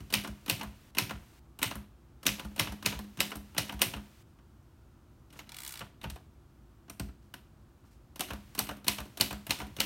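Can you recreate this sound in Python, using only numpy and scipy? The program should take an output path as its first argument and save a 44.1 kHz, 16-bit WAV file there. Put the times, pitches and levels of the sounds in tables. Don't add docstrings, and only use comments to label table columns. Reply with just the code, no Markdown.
import sys
import numpy as np
from scipy import signal
from scipy.fft import rfft, irfft
from scipy.io import wavfile
from scipy.ndimage import uniform_filter1d

SR = 44100
rng = np.random.default_rng(int(sys.argv[2]) if len(sys.argv) > 2 else 0)


def amplitude_ratio(level_db):
    exponent = np.asarray(level_db, float) / 20
    return 10 ** exponent


def generate_wav(signal):
    frames = np.transpose(np.atleast_2d(signal))
    scaled = np.clip(frames, -1, 1) * 32767
    pcm = np.round(scaled).astype(np.int16)
    wavfile.write(sys.argv[1], SR, pcm)


N = 434385
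TIME = np.arange(N) / SR

# frequency_hz, density_db
RUMBLE = [(18, -42.5), (30, -17), (46, -8), (59, -1.5), (70, -6), (157, -11), (186, -24), (250, -59.5)]
# frequency_hz, density_db
DUCT = [(170, -30), (205, 0.5), (302, -7), (335, -1), (427, -14.5), (1400, -18.5), (1800, -30), (4180, -70)]
# frequency_hz, density_db
SELF_NOISE = [(300, 5), (1700, 9), (3000, 7.5), (4300, 4.5), (6000, 3), (9500, 0.5), (15500, -0.5)]
# start_s, end_s
LOUD_RANGE = [
    (0, .908),
    (.985, 1.395),
    (2.266, 4.227),
    (8.2, 8.62),
    (8.88, 9.85),
]
# frequency_hz, width_hz, share_removed
PORT_NOTCH = (10600, 730, 0.27)

# frequency_hz, width_hz, level_db
LEG_MODES = [(55, 16, -8), (63.3, 13, -7.5)]
# frequency_hz, width_hz, level_db
TOP_MODES = [(107, 31, -3), (117, 14, -0.5), (154.2, 17, 1.5)]
# frequency_hz, width_hz, level_db
DESK_MODES = [(207.3, 9, 4), (268.6, 9.5, -1.5), (294.8, 7.2, -2.5), (366, 14, -9.5)]
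# frequency_hz, width_hz, level_db
SHELL_MODES = [(559, 42, 1.5), (695, 70, -1), (975, 290, -0.5), (1440, 510, -4), (1690, 410, -7)]
# frequency_hz, width_hz, level_db
STEEL_MODES = [(2060, 91, 1), (2340, 79, -6), (2546, 170, 1), (2876, 210, 4)]
# frequency_hz, width_hz, level_db
BAR_MODES = [(3750, 430, 2), (4130, 330, -1), (5520, 290, -1.5), (6290, 420, -13)]
# frequency_hz, width_hz, level_db
TICK_MODES = [(8640, 1600, 2), (9490, 830, 1.5), (11770, 3200, 6.5), (14800, 2500, -15.5)]
# frequency_hz, width_hz, level_db
RACK_MODES = [(920, 50, -4), (1250, 40, -8), (1440, 45, -6), (2010, 120, -2), (2360, 140, 0),
              (2960, 160, 1), (3400, 150, -3), (3970, 250, 2.5), (4380, 90, -2), (5080, 180, -5),
              (5650, 100, -6)]
# frequency_hz, width_hz, level_db
PAWL_MODES = [(8500, 120, 3), (10100, 88, -6), (11000, 110, -6), (12200, 270, -10), (13700, 180, -11),
              (15300, 94, -5)]
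# frequency_hz, level_below_blow_db, t60_s
FRAME_RINGS = [(540, -24, .15), (974, -26, .15), (2040, -22, .18), (2516, -22, .15), (2587, -20, .25),
               (2934, -19.5, .28), (3110, -24, .2), (3436, -24, .2), (3772, -23, .2), (4360, -25, .15),
               (4855, -26, .15), (5537, -26, .12)]

# start_s, level_db
BRUSHES = [(7.85, -69), (7.91, -67), (5.325, -61), (5.36, -58), (4.27, -74), (7.22, -73)]
# start_s, top_db
PRESS_THUMPS = [(.159, -43.5), (.516, -40.5), (1.015, -41), (1.655, -44), (2.271, -46.5), (2.291, -48),
                (2.604, -39.5), (2.865, -42.5), (3.18, -46.5), (3.583, -42.5), (3.859, -45), (8.606, -50),
                (8.872, -47.5), (9.201, -42), (9.488, -45.5), (9.7, -56), (9.779, -49.5)]
# start_s, legs_db
RETURN_THUMPS = [(.002, -48), (0.286, -45.5), (.652, -46), (1.132, -45.5), (1.75, -45), (2.435, -44),
                 (2.683, -43.5), (2.944, -43.5), (3.356, -47), (3.735, -44), (3.945, -45), (8.308, -44.5),
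                 (8.688, -48), (8.987, -45), (9.312, -46), (9.606, -46)]
# start_s, legs_db, top_db
HEAVY_THUMPS = [
    (5.81, -59.5, -51.5),
    (5.999, -57, -65),
    (6.05, -45.5, -44),
    (6.1, -45, -55),
    (7.0, -42.5, -43),
    (7.054, -46, -60),
]
# time_s, speed_teeth_per_s
CARRIAGE = [
    (5.4917, 35.97),
    (5.541, 40.4),
    (5.612, 63.65),
    (5.664, 71.6),
    (5.8, 50.83),
]

# start_s, steel_db, tick_rel_steel_db
SLACK = [(.1019, -46.5, 1), (.461, -46, -1), (.9489, -46.5, -4), (1.589, -48.5, 5), (2.2296, -49, 2.5),
         (2.5613, -47, 2.5), (2.825, -46.5, 0.5), (3.1718, -49.5, 1), (3.5465, -51, -4.5), (3.792, -46, -1),
         (8.1583, -50, 3), (8.5497, -45, 4), (8.8437, -51, 3), (9.1725, -44.5, 4), (9.4664, -45, 2),
         (9.7653, -47.5, 4)]
# start_s, steel_db, tick_rel_steel_db
GUIDE = [(.125, -36, -0.5), (.48, -37, -6), (.97, -34.5, -13.5), (1.6163, -37, -4.5), (2.2547, -37, -8),
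         (2.5792, -42, -6), (2.8467, -42.5, -12), (3.1908, -41.5, -14), (3.5653, -39.5, -14.5),
         (3.8068, -42, -18.5), (8.194, -39, -2.5), (8.578, -38, -8), (8.867, -39, -5.5),
         (9.199, -36.5, -6.5), (9.4945, -38.5, -6), (9.786, -41.5, -13)]
# start_s, steel_db, tick_rel_steel_db
ESCAPE = [(.2361, -48.5, 2), (.5952, -44, -6), (2.382, -49.5, -3), (3.305, -52, 4), (3.683, -55.5, 2.5),
          (8.2862, -46, -5), (8.6675, -46.5, -1.5), (9.5876, -46.5, 2.5)]
# start_s, steel_db, tick_rel_steel_db
FALL = [(.2467, -39, -5), (.6114, -35.5, -11), (1.0949, -39, -6), (1.7104, -37.5, -5.5),
        (2.3957, -38.5, -7), (2.6716, -38, -10), (2.9234, -37.5, -18), (3.3173, -37.5, -10),
        (3.6938, -38, -9), (3.9368, -37.5, -11), (8.3051, -37, -11.5), (8.6903, -37, -5.5),
        (8.9833, -37.5, -5.5), (9.3082, -38.5, -6), (9.6015, -38, -10)]
# start_s, steel_db, tick_rel_steel_db
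STOP = [(.274, -47.5, 3), (0.6305, -46, 2), (1.1075, -41, -2.5), (1.7538, -49, 1.5), (2.4478, -52.5, 3.5),
        (2.7205, -49.5, 6), (2.9893, -49, 5.5), (3.3543, -49.5, 5), (3.7236, -48.5, 0), (3.9655, -48.5, -6),
        (8.3328, -47, -0.5), (8.7102, -47, -3), (9.002, -45.5, 1), (9.3265, -46, 2.5),
        (9.6156, -44.5, -4.5)]
# start_s, steel_db, tick_rel_steel_db
SETTLE = [(.004, -55, -2.5), (2.5142, -62, -6.5), (2.738, -55, -5), (3.0417, -59.5, -1.5), (3.368, -57, 6),
          (3.738, -55.5, 3), (8.768, -62, 5), (9.0537, -56, -4), (9.6662, -58, 2)]
# rows, shell_rel_steel_db, desk_db, share_of_strength_reaching_desk
STAGES = [
    (SLACK, -2, -51, .3),
    (GUIDE, -4.5, -36.5, .6),
    (ESCAPE, -2, -48, .6),
    (FALL, -0.8, -43.5, .4),
    (STOP, 4.2, -46, .1),
    (SETTLE, -1.5, -47.5, .6),
]
# start_s, steel_db, then relative to it tick_db, shell_db, desk_db
LEVERS = [(4.3874, -66, -12, 4.5, 4), (5.3029, -60, -2.5, -11.5, -1), (5.3263, -57.5, -1, -4, 2),
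          (5.336, -62, -10, 2, 7.5), (5.357, -58, -12.5, 3, 8), (5.3908, -42, -5, -6, -14),
          (5.405, -56, -5.5, 0, 1), (5.4698, -60, -5, -1, 5), (5.807, -44.5, -6, 4, -5),
          (5.8148, -44.5, -14.5, -1.5, -8), (5.823, -54, -18.5, -3, -5.5), (6.0138, -49, -6.5, -4, -13),
          (6.0316, -48.5, -5, -4, 1), (6.0395, -46, -13, 1, -3), (6.0401, -39, -13, -1, -4.5),
          (6.046, -48, -12, -1, -7), (6.099, -44.5, 2, -7, -8), (6.1593, -51, -6, 2, 1),
          (6.881, -61, -11.5, 4, 6.5), (6.897, -46, -2.5, -3.5, -3), (6.9961, -40, -1, -3.5, 1.5),
          (7.0864, -62.5, -5.5, 6.5, 12), (7.3392, -48, 0.5, -1.5, -1.5), (7.8395, -72.5, -5.5, 6, 14)]

# start_s, level_db, pitch_hz
PINGS = [(.4855, -43, 6330), (3.187, -45, 6400), (6.015, -39, 3750), (6.1, -37, 12500), (.4972, -17, 4480),
         (3.355, -42, 5200), (3.2042, -15, 4190), (8.709, -38, 2050), (8.681, -40, 2850),
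         (8.579, -35, 2700), (3.566, -36, 2800), (2.2555, -35, 2500), (6.9985, -28, 8200),
         (6.898, -39, 8250), (6.898, -42, 4200), (5.8135, -34, 1670), (5.808, -37, 1300), (8.601, -30, 800),
         (8.608, -33, 950), (7.3395, -34, 1570), (8.714, -36, 560)]
# start_s, level_db, pitch_hz
LEVER_NOTES = [(5.3907, -43, 2570), (5.3923, -48, 950), (5.3918, -43, 2200), (5.3942, -44, 6730),
               (5.8155, -40, 1400), (5.8161, -43, 1130), (5.8143, -38, 2930), (5.8194, -49, 660),
               (6.0402, -38, 930), (6.0406, -45, 570), (6.0455, -42, 1420), (6.0427, -37, 2930),
               (6.0993, -45, 2480), (6.0998, -47, 2780), (6.1021, -50, 1600), (6.1018, -46, 4450),
               (6.1589, -48, 710), (6.1611, -50, 990), (6.1634, -52, 2490), (6.1648, -57, 1400),
               (6.898, -47, 1220), (6.8973, -46, 2450), (6.8996, -52, 610), (6.8973, -42, 5810),
               (7.0016, -44, 1170), (6.9982, -36, 2650), (6.9998, -41, 1510), (6.9974, -38, 4250),
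               (7.3427, -46, 1590), (7.3425, -46, 1910), (7.3385, -45, 2860), (7.3397, -50, 1150)]
# start_s, level_db, pitch_hz
REST_NOTES = [(0.2482, -38, 2760), (0.2476, -39, 3320), (0.6111, -35, 2780), (0.6106, -41, 2210),
              (1.0941, -37, 2780), (1.0939, -42, 2380), (1.7107, -36, 2940), (1.7118, -39, 3930),
              (2.395, -36, 2790), (2.3949, -36, 3520), (2.6733, -37, 2970), (2.6736, -40, 2070),
              (2.925, -36, 2840), (2.9207, -47, 1870), (3.3175, -36, 2830), (3.3168, -38, 2200),
              (3.6958, -35, 3120), (3.696, -37, 2500), (3.9391, -38, 2790), (3.9382, -41, 2000),
              (8.3069, -35, 2930), (8.3069, -37, 2560), (8.6913, -34, 2930), (8.6946, -47, 2010),
              (8.9854, -37, 2940), (8.9845, -39, 2340), (9.3102, -37, 2620), (9.3113, -40, 2970),
              (9.602, -34, 2960), (9.6021, -40, 2160), (0.2496, -38, 1440), (0.6078, -40, 900),
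              (1.1078, -37, 1020), (1.7087, -45, 850), (2.3962, -40, 1450), (2.6701, -42, 930),
              (2.9314, -41, 970), (3.3221, -39, 1390), (3.6931, -44, 1040), (3.935, -41, 920),
              (8.3022, -43, 1050), (8.6889, -37, 950), (8.982, -43, 870), (9.3069, -39, 930),
              (9.6154, -43, 560)]
# start_s, level_db, pitch_hz
COVER_NOTES = [(0.1399, -36, 850), (0.4951, -39, 540), (0.9845, -33, 1000), (1.6329, -38, 1000),
               (2.2664, -32, 1460), (2.5997, -35, 820), (2.8635, -35, 920), (3.2059, -38, 670),
               (3.5813, -35, 700), (3.8192, -32, 1510), (8.2094, -33, 740), (8.5939, -37, 820),
               (8.8825, -36, 990), (9.2124, -36, 820), (9.5178, -41, 820), (9.8094, -34, 1380)]
# start_s, level_db, pitch_hz
BAR_NOTES = [(0.1377, -21, 2580), (0.1394, -25, 3090), (0.1383, -20, 4840), (0.4967, -22, 2870),
             (0.4967, -21, 2580), (0.4972, -23, 3810), (0.9837, -20, 2880), (0.9838, -20, 2500),
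             (0.9846, -18, 4320), (1.6275, -23, 2610), (1.628, -24, 3780), (1.6277, -29, 1950),
             (2.2652, -18, 2630), (2.2682, -21, 2940), (2.266, -21, 3780), (2.5951, -19, 2600),
             (2.5949, -27, 2060), (2.5951, -21, 2960), (2.8597, -21, 2620), (2.8598, -20, 2970),
             (2.8604, -21, 3700), (3.2034, -18, 2610), (3.2037, -19, 2960), (3.2037, -23, 2050),
             (3.5798, -21, 2960), (3.5796, -23, 2400), (3.5801, -26, 2050), (3.8173, -18, 2940),
             (3.8173, -23, 2480), (3.8178, -21, 3670), (8.21, -33, 3080), (8.2067, -29, 4540),
             (8.2091, -34, 2790), (8.5927, -23, 5940), (8.5899, -22, 4230), (8.5901, -22, 4540),
             (8.8814, -17, 4540), (8.8812, -18, 4210), (8.881, -24, 2860), (9.2096, -16, 4360),
             (9.2094, -17, 4730), (9.2094, -22, 2910), (9.5071, -20, 4180), (9.5062, -24, 2610),
             (9.5067, -28, 2050), (9.803, -20, 4690), (9.8029, -18, 4360), (9.8026, -24, 2910)]
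# start_s, steel_db, then relative to it tick_db, shell_db
STRIKES = [(0.139, -22.5, -4.5, -13.5), (0.4972, -23.5, -4, -15.5), (0.9845, -23, -3.5, -10),
           (1.629, -25, -2.5, -8.5), (2.2662, -20.5, -4.5, -14), (2.596, -22.5, -4.5, -10),
           (2.8605, -24, -5.5, -9), (3.2041, -23, -2, -13), (3.581, -24, -3, -9.5),
           (3.8175, -21.5, 1.5, -9), (8.2068, -32.5, .5, -3.5), (8.59, -29, 2, -8), (8.881, -24, 2, -11.5),
           (9.21, -23, 1.5, -11.5), (9.5072, -25.5, -6, -10.5), (9.803, -24.5, -1.5, -10)]

BOUNCE_S = 0.013


def coloured(spectrum, db):
    hz, shape_db = np.transpose(spectrum)
    log_hz = np.log(np.fft.rfftfreq(N, 1 / SR) + 1)
    gain = amplitude_ratio(np.interp(log_hz, np.log(hz), shape_db))
    x = irfft(rfft(rng.standard_normal(N)) * gain, N)
    return x * amplitude_ratio(db) / np.std(x)


def air():
    return coloured(RUMBLE, -57.5) + coloured(DUCT, -64.5)


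def room(x):
    level_db, t60_low_s, t60_high_s = -7, 0.38, 0.3
    t = TIME[:SR // 2]
    noise = rng.standard_normal(len(t)) * np.minimum(t / 0.0081, 1)
    low = signal.sosfilt(signal.butter(1, 2500, fs=SR, output="sos"), noise)
    tail = low * amplitude_ratio(-60 * t / t60_low_s) + (noise - low) * amplitude_ratio(-60 * t / t60_high_s)
    tail = tail / np.sqrt(np.sum(tail ** 2))
    wet = amplitude_ratio(level_db) * signal.fftconvolve(x, tail)[:N]
    bass = signal.sosfiltfilt(signal.butter(2, 1200, fs=SR, output="sos"), wet)
    buzz = np.sign(uniform_filter1d(rng.standard_normal(N), size=60))
    return bass + (wet - bass) * uniform_filter1d(buzz, size=12)


def rattle(times, db, t60, rise, grit_db):
    power = np.zeros(N)
    np.add.at(power, np.minimum((times * SR).astype(int), N - 1), amplitude_ratio(db) ** 2)
    fall = np.exp(-2 * np.log(1000) / (t60 * SR))
    swell = np.exp(-1 / (rise * SR))
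    power = signal.lfilter([1 - swell], np.poly([fall, fall * swell]), power)
    grit = amplitude_ratio(grit_db * np.repeat(rng.standard_normal(N // 32 + 1), 32)[:N])
    return np.sqrt(np.abs(power) / np.mean(grit ** 2)) * grit * rng.standard_normal(N)


def pushes(times, db):
    out = np.zeros(N)
    sign = np.sign(rng.standard_normal(len(times)))
    np.add.at(out, (times * SR).astype(int), sign * amplitude_ratio(db))
    return out


def body(x, modes, broad_db, lo_hz, hi_hz):
    most_q = 22
    band = signal.butter(3, [lo_hz, min(hi_hz, SR / 2.2)], "bandpass", fs=SR, output="sos")

    def ring(v):
        total = amplitude_ratio(broad_db) * v
        for hz, width, db in modes:
            b, a = signal.iirpeak(hz, min(hz / width, most_q), SR)
            total = total + amplitude_ratio(db) * signal.lfilter(b, a, v)
        return signal.sosfilt(band, total)

    return ring(x) / np.sqrt(np.sum(ring(signal.unit_impulse(SR // 4)) ** 2))


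def brushes():
    s, db = np.transpose(BRUSHES)
    band = signal.butter(1, [900, 9000], "bandpass", fs=SR, output="sos")
    return signal.sosfilt(band, rattle(s, db + 7, 0.22, 0.02, 2.5))


def thumps():
    press_legs_db, return_top_db = -54, -51
    rows = [(s, press_legs_db, db) for s, db in PRESS_THUMPS]
    rows += [(s, db, return_top_db) for s, db in RETURN_THUMPS]
    s, legs_db, top_db = np.transpose(rows + HEAVY_THUMPS)
    legs = body(pushes(s, legs_db + 32.5), LEG_MODES, -29, 43, 84)
    top = body(pushes(s, top_db + 34.5), TOP_MODES, -31, 85, 180)
    return legs + top


def base():
    hum_hz, t60_s, level_db = 207.3, 0.32, -37.5
    t, kicks = TIME[:SR // 2], np.zeros(N)
    at = (np.array(STOP)[:, 0] * SR).astype(int)
    kicks[at] = amplitude_ratio(level_db + 2.2 * rng.standard_normal(len(STOP)))
    hum = amplitude_ratio(-60 * t / t60_s) * (1 - np.exp(-t / 0.0067)) * np.sin(2 * np.pi * hum_hz * t)
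    return signal.fftconvolve(kicks, hum)[:N]


def teeth():
    tooth_db, scatter_db, brighter_db = -45.5, 1.9, 0.13
    at, speed = np.transpose(CARRIAGE)
    t = TIME[(TIME >= at[0]) & (TIME < at[-1])]
    passed = np.cumsum(np.interp(t, at, speed)) / SR
    s = np.interp(np.arange(int(passed[-1]) + 1), passed, t)
    steel, bright = scatter_db * rng.standard_normal((len(s), 2)).T
    tick = brighter_db * (np.interp(s, at, speed) - 48) + bright - steel
    return s, tooth_db + steel, tick


def ratchet():
    s, steel, tick = teeth()
    span = (TIME > s[0] - 0.01) & (TIME < s[-1] + 0.3)
    kicks = np.zeros(N)
    kicks[(s * SR).astype(int)] = amplitude_ratio(steel + 3)
    t = TIME[:SR // 50]
    burst = rng.standard_normal(len(t)) * amplitude_ratio(-60 * t / 0.018) * np.minimum(t / 0.0015, 1)
    alike = signal.fftconvolve(kicks[span], burst, "full")[:span.sum()]
    chatter = rattle(s, steel + 4, 0.022, 0.0013, 1.5)[span]
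    bright = rattle(s, steel + tick + 6, 0.024, 0.0011, 1.5)[span]
    rollers = rattle(s, steel - 10, 0.15, 0.003, 1.5)[span]
    out = np.zeros(N)
    out[span] += body(alike + chatter, RACK_MODES, -7, 800, 5200)
    out[span] += body(bright, PAWL_MODES, 2, 5700, 15000)
    out[span] += body(rollers, RACK_MODES[:3], -6, 600, 2300)
    out[span] += body(rollers, RACK_MODES[3:], -4, 1900, 7700) * amplitude_ratio(-3)
    return out


def stroke_contacts():
    rows = []
    for stage, shell, desk_db, share in STAGES:
        usual = np.mean([steel for _, steel, _ in stage])
        for s, steel, tick in stage:
            rows.append((s, steel, tick, shell, desk_db + share * (steel - usual) - steel))
    return rows


def contacts(rows, rise, t60):
    s, steel, tick, shell, desk = np.transpose(rows)
    return np.array([
        rattle(s, steel + 1.5, t60, rise, 1),
        rattle(s, steel + 0.5 * tick + 0.3, t60, rise, 3),
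        rattle(s, steel + tick + 1.9, 0.98 * t60, 0.71 * rise, 5.4),
        rattle(s, steel + shell + 2.8, 2.0 * t60, 2.1 * rise, 2.3),
        pushes(s + 0.003, steel + desk + 24) + rattle(s, steel + desk - 8, 0.22, 0.0031, 5.2)])


def linkage():
    rows = stroke_contacts() + LEVERS
    crisp = [row for row in rows if row[2] > -5]
    felt = [(row[0] - 0.001, *row[1:]) for row in rows if row[2] <= -5]
    drives = contacts(crisp, 0.00085, 0.04) + contacts(felt, 0.0025, 0.046) * amplitude_ratio(-0.6)
    s, steel, _ = np.transpose(FALL)
    clack = ((s + 0.0028) * SR).astype(int)
    drives[0, clack] += amplitude_ratio(steel + 13)
    drives[1, clack] += amplitude_ratio(steel + 8)
    drives[3, clack] += amplitude_ratio(steel + 17)
    return drives


def ringing():
    out, t = np.zeros(N + SR), TIME[:SR // 20]
    bounces = [(s + BOUNCE_S, steel - 3, 5200) for s, steel, *_ in STRIKES]
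    # notes, lift_db, decay_cycles
    groups = [(BAR_NOTES, 5.5, 5), (COVER_NOTES, 3.5, 22), (REST_NOTES, 4, 14),
              (LEVER_NOTES, 4, 16), (bounces, 0.1, 7), (PINGS, 0.1, 7)]
    for notes, lift_db, cycles in groups:
        for (s, db, hz), turn in zip(notes, rng.random(len(notes))):
            i = int((s + 1.5 / hz) * SR)
            decay = amplitude_ratio(db + lift_db - 60 * t / (0.0086 + cycles / hz))
            onset = 1 - np.exp(-t / 0.00041)
            out[i:i + len(t)] += decay * onset * np.sin(2 * np.pi * (hz * t + turn))
    return out[:N]


def frame():
    out, t = np.zeros(N + SR), TIME[:SR // 5]
    hz, db, t60 = np.transpose(FRAME_RINGS)[:, :, None]
    onset = 1 - np.exp(-t / 0.003)
    variation = rng.standard_normal((len(STRIKES), 2, len(FRAME_RINGS), 1))
    for (s, steel, *_), (size, bend) in zip(STRIKES, variation):
        i = int(s * SR)
        decay = amplitude_ratio(steel + db + 3.0 * size - 60 * t / t60)
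        modes = decay * np.sin(2 * np.pi * hz * (1 + 0.006 * bend) * t)
        out[i:i + len(t)] += np.sum(modes, axis=0) * onset
    return out[:N]


def strikes():
    s, steel, tick, shell = np.transpose(STRIKES)
    crack = pushes(s + 0.0004, steel + 15) + pushes(s + BOUNCE_S, steel + 4)
    loose = -34.5 + 0.75 * (steel + 22)
    scrape = [rattle(s - 0.005, steel + db, 0.074, 0.003, 3.1) for db in (-17, -16, -11, -15, -34)]
    slap = [rattle(s, steel - 0.6, 0.022, 0.00026, 3.0) + crack,
            rattle(s, steel - 1.5, 0.029, 0.0002, 3.6) + 1.2 * crack,
            rattle(s, steel + tick + 5, 0.026, 0.00036, 2.1),
            rattle(s, steel + shell + 4, 0.068, 0.0018, 3.0),
            pushes(s, steel + 11)]
    shake = [rattle(s, loose + 0.8, 0.16, 0.004, 6.0),
             rattle(s, loose - 4, 0.22, 0.003, 6.7),
             rattle(s, loose - 5, 0.14, 0.0028, 1.9),
             rattle(s, loose - 9, 0.22, 0.0026, 1.3),
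             rattle(s, loose - 9, 0.35, 0.0038, 0.92)]
    return np.array(scrape) + np.array(slap) + np.array(shake)


def machine(steel, bars, tick, shell, desk):
    return (body(steel, STEEL_MODES, -3.5, 1800, 3800)
            + body(bars, BAR_MODES, 0.5, 3400, 6800)
            + body(tick, TICK_MODES, -7, 6800, 21000)
            + body(shell, SHELL_MODES, -3.1, 360, 1600)
            + body(desk, DESK_MODES, -18, 120, 440))


def scene():
    near = machine(*(strikes() + linkage())) + ratchet() + thumps() + brushes()
    rings = ringing() + frame() + base()
    return (near + rings + room(near + 0.55 * rings) + air())[None]


def band_limit(x):
    return signal.sosfilt(signal.butter(12, 16970, fs=SR, output="sos"), x)


def record(dry):
    quiet_hiss_db, loud_hiss_db, limit = -74.5, -64.5, 0.7
    held = sum((TIME >= a) & (TIME < b) for a, b in LOUD_RANGE)
    x = dry + coloured(SELF_NOISE, 0) * np.where(held, amplitude_ratio(loud_hiss_db), amplitude_ratio(quiet_hiss_db))
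    x = limit * np.tanh(x / limit)
    hz, width, share = PORT_NOTCH
    x = x - share * signal.lfilter(*signal.iirpeak(hz, hz / width, SR), x)
    top_cut = signal.ellip(8, 0.3, 50, 15900, fs=SR, output="sos")
    bass_cut = signal.butter(2, 38, "highpass", fs=SR, output="sos")
    mix = signal.sosfilt(np.vstack([top_cut, bass_cut]), x)
    return band_limit(mix)


dry = scene()
out = record(dry)
generate_wav(out)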